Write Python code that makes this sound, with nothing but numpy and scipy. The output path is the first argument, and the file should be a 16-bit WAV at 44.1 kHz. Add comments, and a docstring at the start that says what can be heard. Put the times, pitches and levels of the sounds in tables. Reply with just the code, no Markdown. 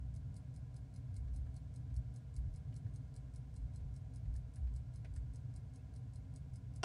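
"""Ventilation and the building's rumble, noise-driven modes with motor tones, sound from the start.
From 0.16 s a pocket watch beats five times a second: runs of contacts ring its movement in modes.
From 1.3 to 5.2 s faint taps sound nearby, each a decaying burst of resonant noise in the room.
Near 5.8 s comes a tiny squeak, a rising sine; at 6.83 s a sharp click of noise and body modes is last."""
import sys
import numpy as np
from scipy import signal
from scipy.fft import rfft, irfft, next_fast_len
from scipy.io import wavfile

SR = 44100
rng = np.random.default_rng(int(sys.argv[2]) if len(sys.argv) > 2 else 0)


def transcribe(u):
    """Save the signal u as a 16-bit wav file named by the first command-line argument.

    u: samples, shape (n,) or (channels, n), limited to [-1, 1]; the rate is SR.
    q: integer samples, one column per channel.
    """
    v = np.clip(np.atleast_2d(u).T, -1, 1)
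    q = np.round(v * 32767).astype(np.int16)
    wavfile.write(sys.argv[1], SR, q)


N = 301644  # length in samples

# the balance: first beat, time from beat to beat, and how late every tock falls (s)
FIRST_BEAT_S, BEAT_S, TOCK_LATE_S = .1624, .199869, .00283
# drive of a tick, a tock's extra, standard deviation from beat to beat (dB)
TICK_DB, TOCK_EXTRA_DB, BEAT_SCATTER_DB = -60, 0.7, 0.45
# gear teeth pass on the spring's force unevenly: period and a peak (s), swing either way (dB)
MESH_S, MESH_PEAK_S, MESH_DB = 1.013, .258, 0.7
# small level offsets of some beats: [t/s, added level/dB]
BEAT_OFFSETS = [(.365, 0.8), (1.164, 1.5), (1.362, 0.7), (2.764, 0.5), (4.362, 0.2), (5.162, 1.5)]


def watch(wet_db=-6.5):
    """Isochronism: the balance swings at an even rate, so its two pallets take turns."""
    track = np.zeros(N)
    lead = 1 / 32  # s kept free before the drop for the earlier contacts
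    for count, due in enumerate(np.arange(FIRST_BEAT_S, N / SR, BEAT_S)):
        side = count % 2  # 0 tick, 1 tock
        s = due + side * TOCK_LATE_S
        mesh_db = MESH_DB * np.cos(2 * np.pi * (s - MESH_PEAK_S) / MESH_S)
        offset_db = sum(db for at, db in BEAT_OFFSETS if abs(at - s) < BEAT_S / 2)
        chance_db = BEAT_SCATTER_DB * rng.standard_normal()
        db = TICK_DB + side * TOCK_EXTRA_DB + mesh_db + offset_db + chance_db
        sound = beat(side, lead, scatter_db=2.1, crack_db=-3.5, crack_t60=0.015, jitter=.00025, uneven_db=0.7)
        sound = in_room(np.pad(sound, (0, SR // 10)), wet_db)
        add(track, s - lead, amp(db) * sound)
    return track


# contacts of one beat (unlocking, impulse, drop onto the pallet, rebounds), before chance:
# [t/s from the drop, relative level/dB]
TICK_CONTACTS = [(-.0225, -11), (-.0208, -14), (-.0187, -12), (-.0122, -12.5), (-.0095, -17), (-.0045, -19),
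                 (-.0008, -8), (0, -2), (.0015, -12), (.003, -7)]
TOCK_CONTACTS = [(-.0228, -11), (-.022, -12), (-.0195, -20), (-.0078, -12.5), (-.0038, -17), (-.0007, -8),
                 (0, -2), (.0016, -8), (.0036, -5.5)]
# modes of plates and case: [f/Hz, t60/s, relative level in a tick/dB, in a tock/dB]
MOVEMENT_MODES = [(2174, 0.05, -11.5, -5), (4146, 0.041, -5, -1.5), (4490, 0.025, -22, -2),
                  (4720, .028, -12, -10), (4820, 0.055, -21, -4), (5020, 0.085, -8.5, -9.5),
                  (5120, .028, -8.5, -11), (5320, 0.012, -12, -1), (5570, 0.025, -6, -2),
                  (5660, 0.017, -21, -26), (5800, .021, -20, -15), (6170, 0.018, -13, -16),
                  (6260, 0.037, -8.5, -24), (6470, 0.015, -2.5, -1.5), (6610, 0.013, -3.5, -4),
                  (6480, .021, -10, -7), (7600, 0.0094, -14, 2), (7730, 0.015, -21, 4),
                  (8050, 0.02, 2, -12), (7940, 0.0082, -1.5, 8), (8730, 0.024, -28, -4),
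                  (8180, .016, -3.5, -17), (8670, 0.021, -8, -3), (8760, 0.0092, -9, -6.5),
                  (8850, 0.028, -2, 6), (8920, 0.018, -4.5, -7), (9420, 0.028, -2.5, -1),
                  (9950, 0.025, -3.5, -6), (10220, 0.029, -2, -1), (10740, .017, -11, -10)]


def beat(side, lead, scatter_db, crack_db, crack_t60, jitter, uneven_db):
    """Impact excitation: steel on jewel cracks faintly and feeds energy into the movement's modes."""
    t = np.arange(SR // 12) / SR
    hz, t60, *levels = np.transpose(MOVEMENT_MODES)[:, :, None]
    ring_energy, crack_energy = 0, 0
    for delay, db in (TICK_CONTACTS, TOCK_CONTACTS)[side]:
        slip, force = rng.standard_normal(2)
        since = t - lead - delay - jitter * slip
        blow = amp(db + uneven_db * force) ** 2 * (since > 0)
        ring_energy = ring_energy + blow * np.exp(-2 * np.log(1000) * np.abs(since) / t60)
        crack_energy = crack_energy + blow * np.exp(-2 * np.log(1000) * np.abs(since) / crack_t60)
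    strength = amp(levels[side] + scatter_db * rng.standard_normal(hz.shape))
    tones = np.sin(2 * np.pi * (hz * t + rng.random(hz.shape)))
    ring = np.sum(strength * np.sqrt(ring_energy) * tones, axis=0)
    band = signal.butter(3, (4300, 11000), "bandpass", fs=SR, output="sos")
    crack = np.sqrt(crack_energy) * unit(signal.sosfilt(band, rng.standard_normal(len(t))))
    return ring / np.linalg.norm(strength) + amp(crack_db) * crack


# three contacts of the sharp click: [t/s, snap level/dB, body level/dB]
CLICK_CONTACTS = [(6.8312, -35, -32), (6.8342, -46, -27), (6.8366, -42, -23)]
# spectrum of the snap: [f/Hz, relative level/dB]
CLICK_COLOUR = [(300, -10), (1400, 2.5), (2100, -6), (2900, 4), (3800, -9.5), (4600, -5.5), (5900, -3),
                (7000, -14.5), (8700, -13), (11000, -36), (12000, -50)]
# modes of the clicking object's hollow body: [f/Hz, relative level/dB]
CLICK_BODY = [(410, -1.5), (720, 1.5), (1010, -3), (1430, -2.5), (2700, -9.5), (3150, -14)]


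def click(body_db=0, body_t60=0.012):
    """Superposed impacts: a hard snap whose hollow body builds over three quick contacts."""
    t = np.arange(N) / SR
    snap = sum(amp(db) * decay(t - s, t60=0.029, attack=0.00051) for s, db, _ in CLICK_CONTACTS)
    swell = sum(amp(db + body_db) * decay(t - s, body_t60, attack=0.0017) for s, _, db in CLICK_CONTACTS)
    ring = sum(amp(db) * np.sin(2 * np.pi * (hz * t + rng.random())) for hz, db in CLICK_BODY)
    return snap * coloured(CLICK_COLOUR) + swell * unit(ring)


# small taps nearby: [t/s, level before a common gain/dB, main resonance f/Hz]
TAPS = [(1.2753, -73, 1660), (1.4617, -72.5, 1550), (1.9014, -76, 2220), (2.723, -73.5, 2850),
        (2.8644, -72.5, 1690), (3.8013, -75, 1300), (4.254, -77, 2150), (4.352, -74, 1650),
        (4.5635, -73.5, 1610), (4.6693, -74, 2300), (5.0448, -61.5, 2290), (5.1617, -69.5, 1650)]
# spectrum shared by the taps: [f/Hz, relative level/dB]
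TAP_COLOUR = [(200, -17), (600, 11.5), (1100, -9.5), (1600, -2), (2500, -9), (3200, -10), (4600, -6.5),
              (7000, -19), (10000, -18), (13000, -23)]


def taps(gain_db=8.0, ring_db=1, width_hz=550):
    """Damped resonance: dull little knocks, each around its listed main resonance, blurred by the room."""
    track, t = np.zeros(N), np.arange(SR // 8) / SR
    for s, db, centre in TAPS:
        colour = lambda hz: amp(along(TAP_COLOUR, hz)) + humps([(centre, width_hz, ring_db)], hz)
        knock = unit(noise(colour, size=len(t)))
        add(track, s, amp(db + gain_db) * decay(t, t60=0.065, attack=0.003) * knock)
    return in_room(track, wet_db=-14)


def squeak(from_hz=2400, to_hz=2900, db=-82):
    """Frequency modulation: the phase of one tiny squeak integrates a rising pitch."""
    progress = curve([(5.775, 0), (5.825, 1)])  # (t/s, share of the glide)
    pitch = from_hz + (to_hz - from_hz) * progress
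    return amp(db) * np.sin(np.pi * progress) * np.sin(2 * np.pi * np.cumsum(pitch) / SR)


# broad air noise: [f/Hz, level per Hz/dB]
AIR = [(10, -102), (25, -82.5), (45, -85.5), (130, -85.5), (175, -88.5), (240, -90.5), (300, -101),
       (550, -105), (850, -113), (1250, -116), (3000, -119), (7000, -123), (9300, -126), (10600, -137)]
# duct and room resonances: [f/Hz, width/Hz, level per Hz/dB]
DUCT_MODES = [(190, 5.2, -80.5), (259.1, 16.8, -83), (271.8, 10, -86), (459, 58, -99), (639, 96, -100),
              (751, 51, -100), (1002, 98, -106), (1419, 76, -108), (1592, 44, -111), (1655, 68, -109),
              (2132, 87, -114), (2276, 71, -116)]
# low room modes: [f/Hz, width/Hz, relative level/dB]
DRONE_MODES = [(84.5, 23, -1), (93.5, 18, 4.5), (116.5, 24, 4), (128.5, 14, 5), (148.3, 9, 0.5),
               (151, 16, -21)]
# course of the low drone: [t/s, level before a common gain/dB]
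DRONE_LEVEL = [(0, -52), (.2, -44.5), (.38, -48), (.9, -52), (1.06, -45.5), (1.4, -51.5), (2.02, -46.5),
               (2.26, -53), (2.9, -43), (3.12, -51.5), (3.95, -48), (4.38, -48.5), (4.5, -53), (4.75, -51),
               (5.5, -47), (5.85, -52), (6.12, -49.5), (6.8, -49)]
# motor lines: [f/Hz, level/dB]
MOTOR = [(60, -59.5), (119.6, -57)]


def ventilation(drone_db=-1.0):
    """Turbulence and modal response: rushing air excites ducts and low room modes over a motor's hum."""
    t = np.arange(N) / SR
    air = noise(lambda hz: np.hypot(amp(along(AIR, hz)), humps(DUCT_MODES, hz)))
    drone = amp(curve(DRONE_LEVEL) + drone_db) * resonating(DRONE_MODES, steady=0.3)
    # sqrt(2) gives each sine the rms of its level
    hum = sum(amp(db) * np.sqrt(2) * np.sin(2 * np.pi * (hz * t + rng.random())) for hz, db in MOTOR)
    return air + drone + hum


# modes of the building's floor: [f/Hz, width/Hz, relative level/dB]
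FLOOR_MODES = [(42, 2.7, -10), (61.75, 12.1, 1.5), (75.3, 4.7, -17.5)]
# swells of rumble in the floor: [t/s at mid-rise, length/s, level/dB]
SWELLS = [(0.01, 0.19, -48.5), (1.18, .28, -43), (1.931, 0.037, -36.5), (2.373, 0.11, -39),
          (3.591, 0.072, -43.5), (3.804, 0.051, -42.5), (4.268, 0.066, -39.5), (4.581, 0.153, -40),
          (5.102, 0.18, -44)]
SWELL_ATTACK_S, SWELL_RELEASE_S = 0.033, 0.062  # rise time; time constant of the fall
RUMBLE_REST_DB = -57  # the floor between swells


def building():
    """Addition of powers: over a faint steady rumble each swell rises quickly, holds and dies away."""
    t = np.arange(N) / SR
    power = amp(RUMBLE_REST_DB) ** 2
    for s, length, db in SWELLS:
        rise = np.clip((t - s) / SWELL_ATTACK_S + .5, 0, 1)
        fall = np.exp(-np.maximum(t - s - length, 0) / SWELL_RELEASE_S)
        power = power + (amp(db) * rise * fall) ** 2
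    return np.sqrt(power) * resonating(FLOOR_MODES, steady=0.15)


def resonating(modes, steady):
    """Random excitation of modes at rms 1, with swings slower than `steady` seconds largely evened out."""
    x = unit(noise(lambda hz: humps(modes, hz)))
    power = filtered(x ** 2, lambda hz: np.exp(-(hz * steady) ** 2))
    return unit(x / np.sqrt(np.abs(power) + 0.074))


# reverberation of the room: [f/Hz, t60/s]
ROOM = [(300, 0.069), (2000, 0.17), (5000, 0.045), (10000, 0.11)]


def in_room(x, wet_db, first_echo=.006):
    """Reverberation: after the first echo's delay a diffuse tail decays at its own rate per frequency."""
    hz, t, z = signal.stft(rng.standard_normal(SR // 5), SR, nperseg=256)
    fading = z * np.exp(-np.log(1000) * t / along(ROOM, hz)[:, None])
    tail = signal.istft(fading, SR, nperseg=256)[1]
    tail = np.pad(tail, (round(first_echo * SR), 0))
    return x + amp(wet_db) * signal.fftconvolve(x, tail / np.linalg.norm(tail))[:len(x)]


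def decay(t, t60, attack):
    """Exponential decay: envelope of a blow at t = 0, with the attack as a time constant."""
    t = np.maximum(t, 0)
    return (1 - np.exp(-t / attack)) * np.exp(-np.minimum(np.log(1000) * t / t60, 20))


def humps(modes, hz):
    """Resonance: gain of steep-sided modes that add in power."""
    power = 0
    for centre, width, db in modes:
        power = power + (amp(db) / (1 + ((hz - centre) / width * 2) ** 2 / 2)) ** 2
    return np.sqrt(power)


def coloured(points):
    """Spectral shaping: noise of rms 1 with a (f/Hz, level/dB) spectrum."""
    return unit(noise(lambda hz: amp(along(points, hz))))


def noise(response, size=N):
    """Spectral density: noise whose level per Hz is the response."""
    x = filtered(rng.standard_normal(size + SR // 2), response)
    return x[SR // 4:][:size] * np.sqrt(SR / 2)


def filtered(x, response):
    """Linear filtering: the spectrum of x times a response of frequency."""
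    m = next_fast_len(len(x) + SR // 2)
    return irfft(rfft(x, m) * response(np.fft.rfftfreq(m, 1 / SR)), m)[:len(x)]


def along(points, hz):
    """Logarithmic interpolation: (f/Hz, value) points read on a log axis."""
    f, v = np.transpose(points)
    return np.interp(np.log(hz + 1), np.log(f), v)


def curve(rows):
    """Linear interpolation: (t/s, value) rows as one value per sample."""
    return np.interp(np.arange(N) / SR, *np.transpose(rows))


def amp(db):
    """Decibel law: amplitude gain of a level in dB."""
    return 10 ** (np.asarray(db) / 20)


def unit(x):
    """Normalisation: x at rms 1."""
    return x / np.sqrt(np.mean(x ** 2) + 1e-30)


def add(track, s, sound):
    """Superposition: mix a sound into the track at time s."""
    part = track[max(round(s * SR), 0):][:len(sound)]
    part += sound[:len(part)]


def scene():
    """Superposition: everything as it reaches one microphone."""
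    return (watch() + taps() + squeak() + click() + ventilation() + building())[None]


BAND_HZ, TOP_HZ = 11050, 15700  # the treble drops at the first and ends at the second


def record(dry, low_hz=34, shelf_db=-11):
    """Band limitation: the recorder cuts deep bass, drops the treble, adds a faint hiss and then ends."""
    low_cut = lambda hz: hz ** 4 / np.sqrt(hz ** 8 + float(low_hz) ** 8)
    band = filtered(dry[0], lambda hz: low_cut(hz) * np.where(hz < BAND_HZ, 1, amp(shelf_db)))
    hiss = noise(lambda hz: amp(-136.2))  # dB per Hz
    return filtered(band + hiss, lambda hz: hz < TOP_HZ)[None]


dry = scene()
out = record(dry)
transcribe(out)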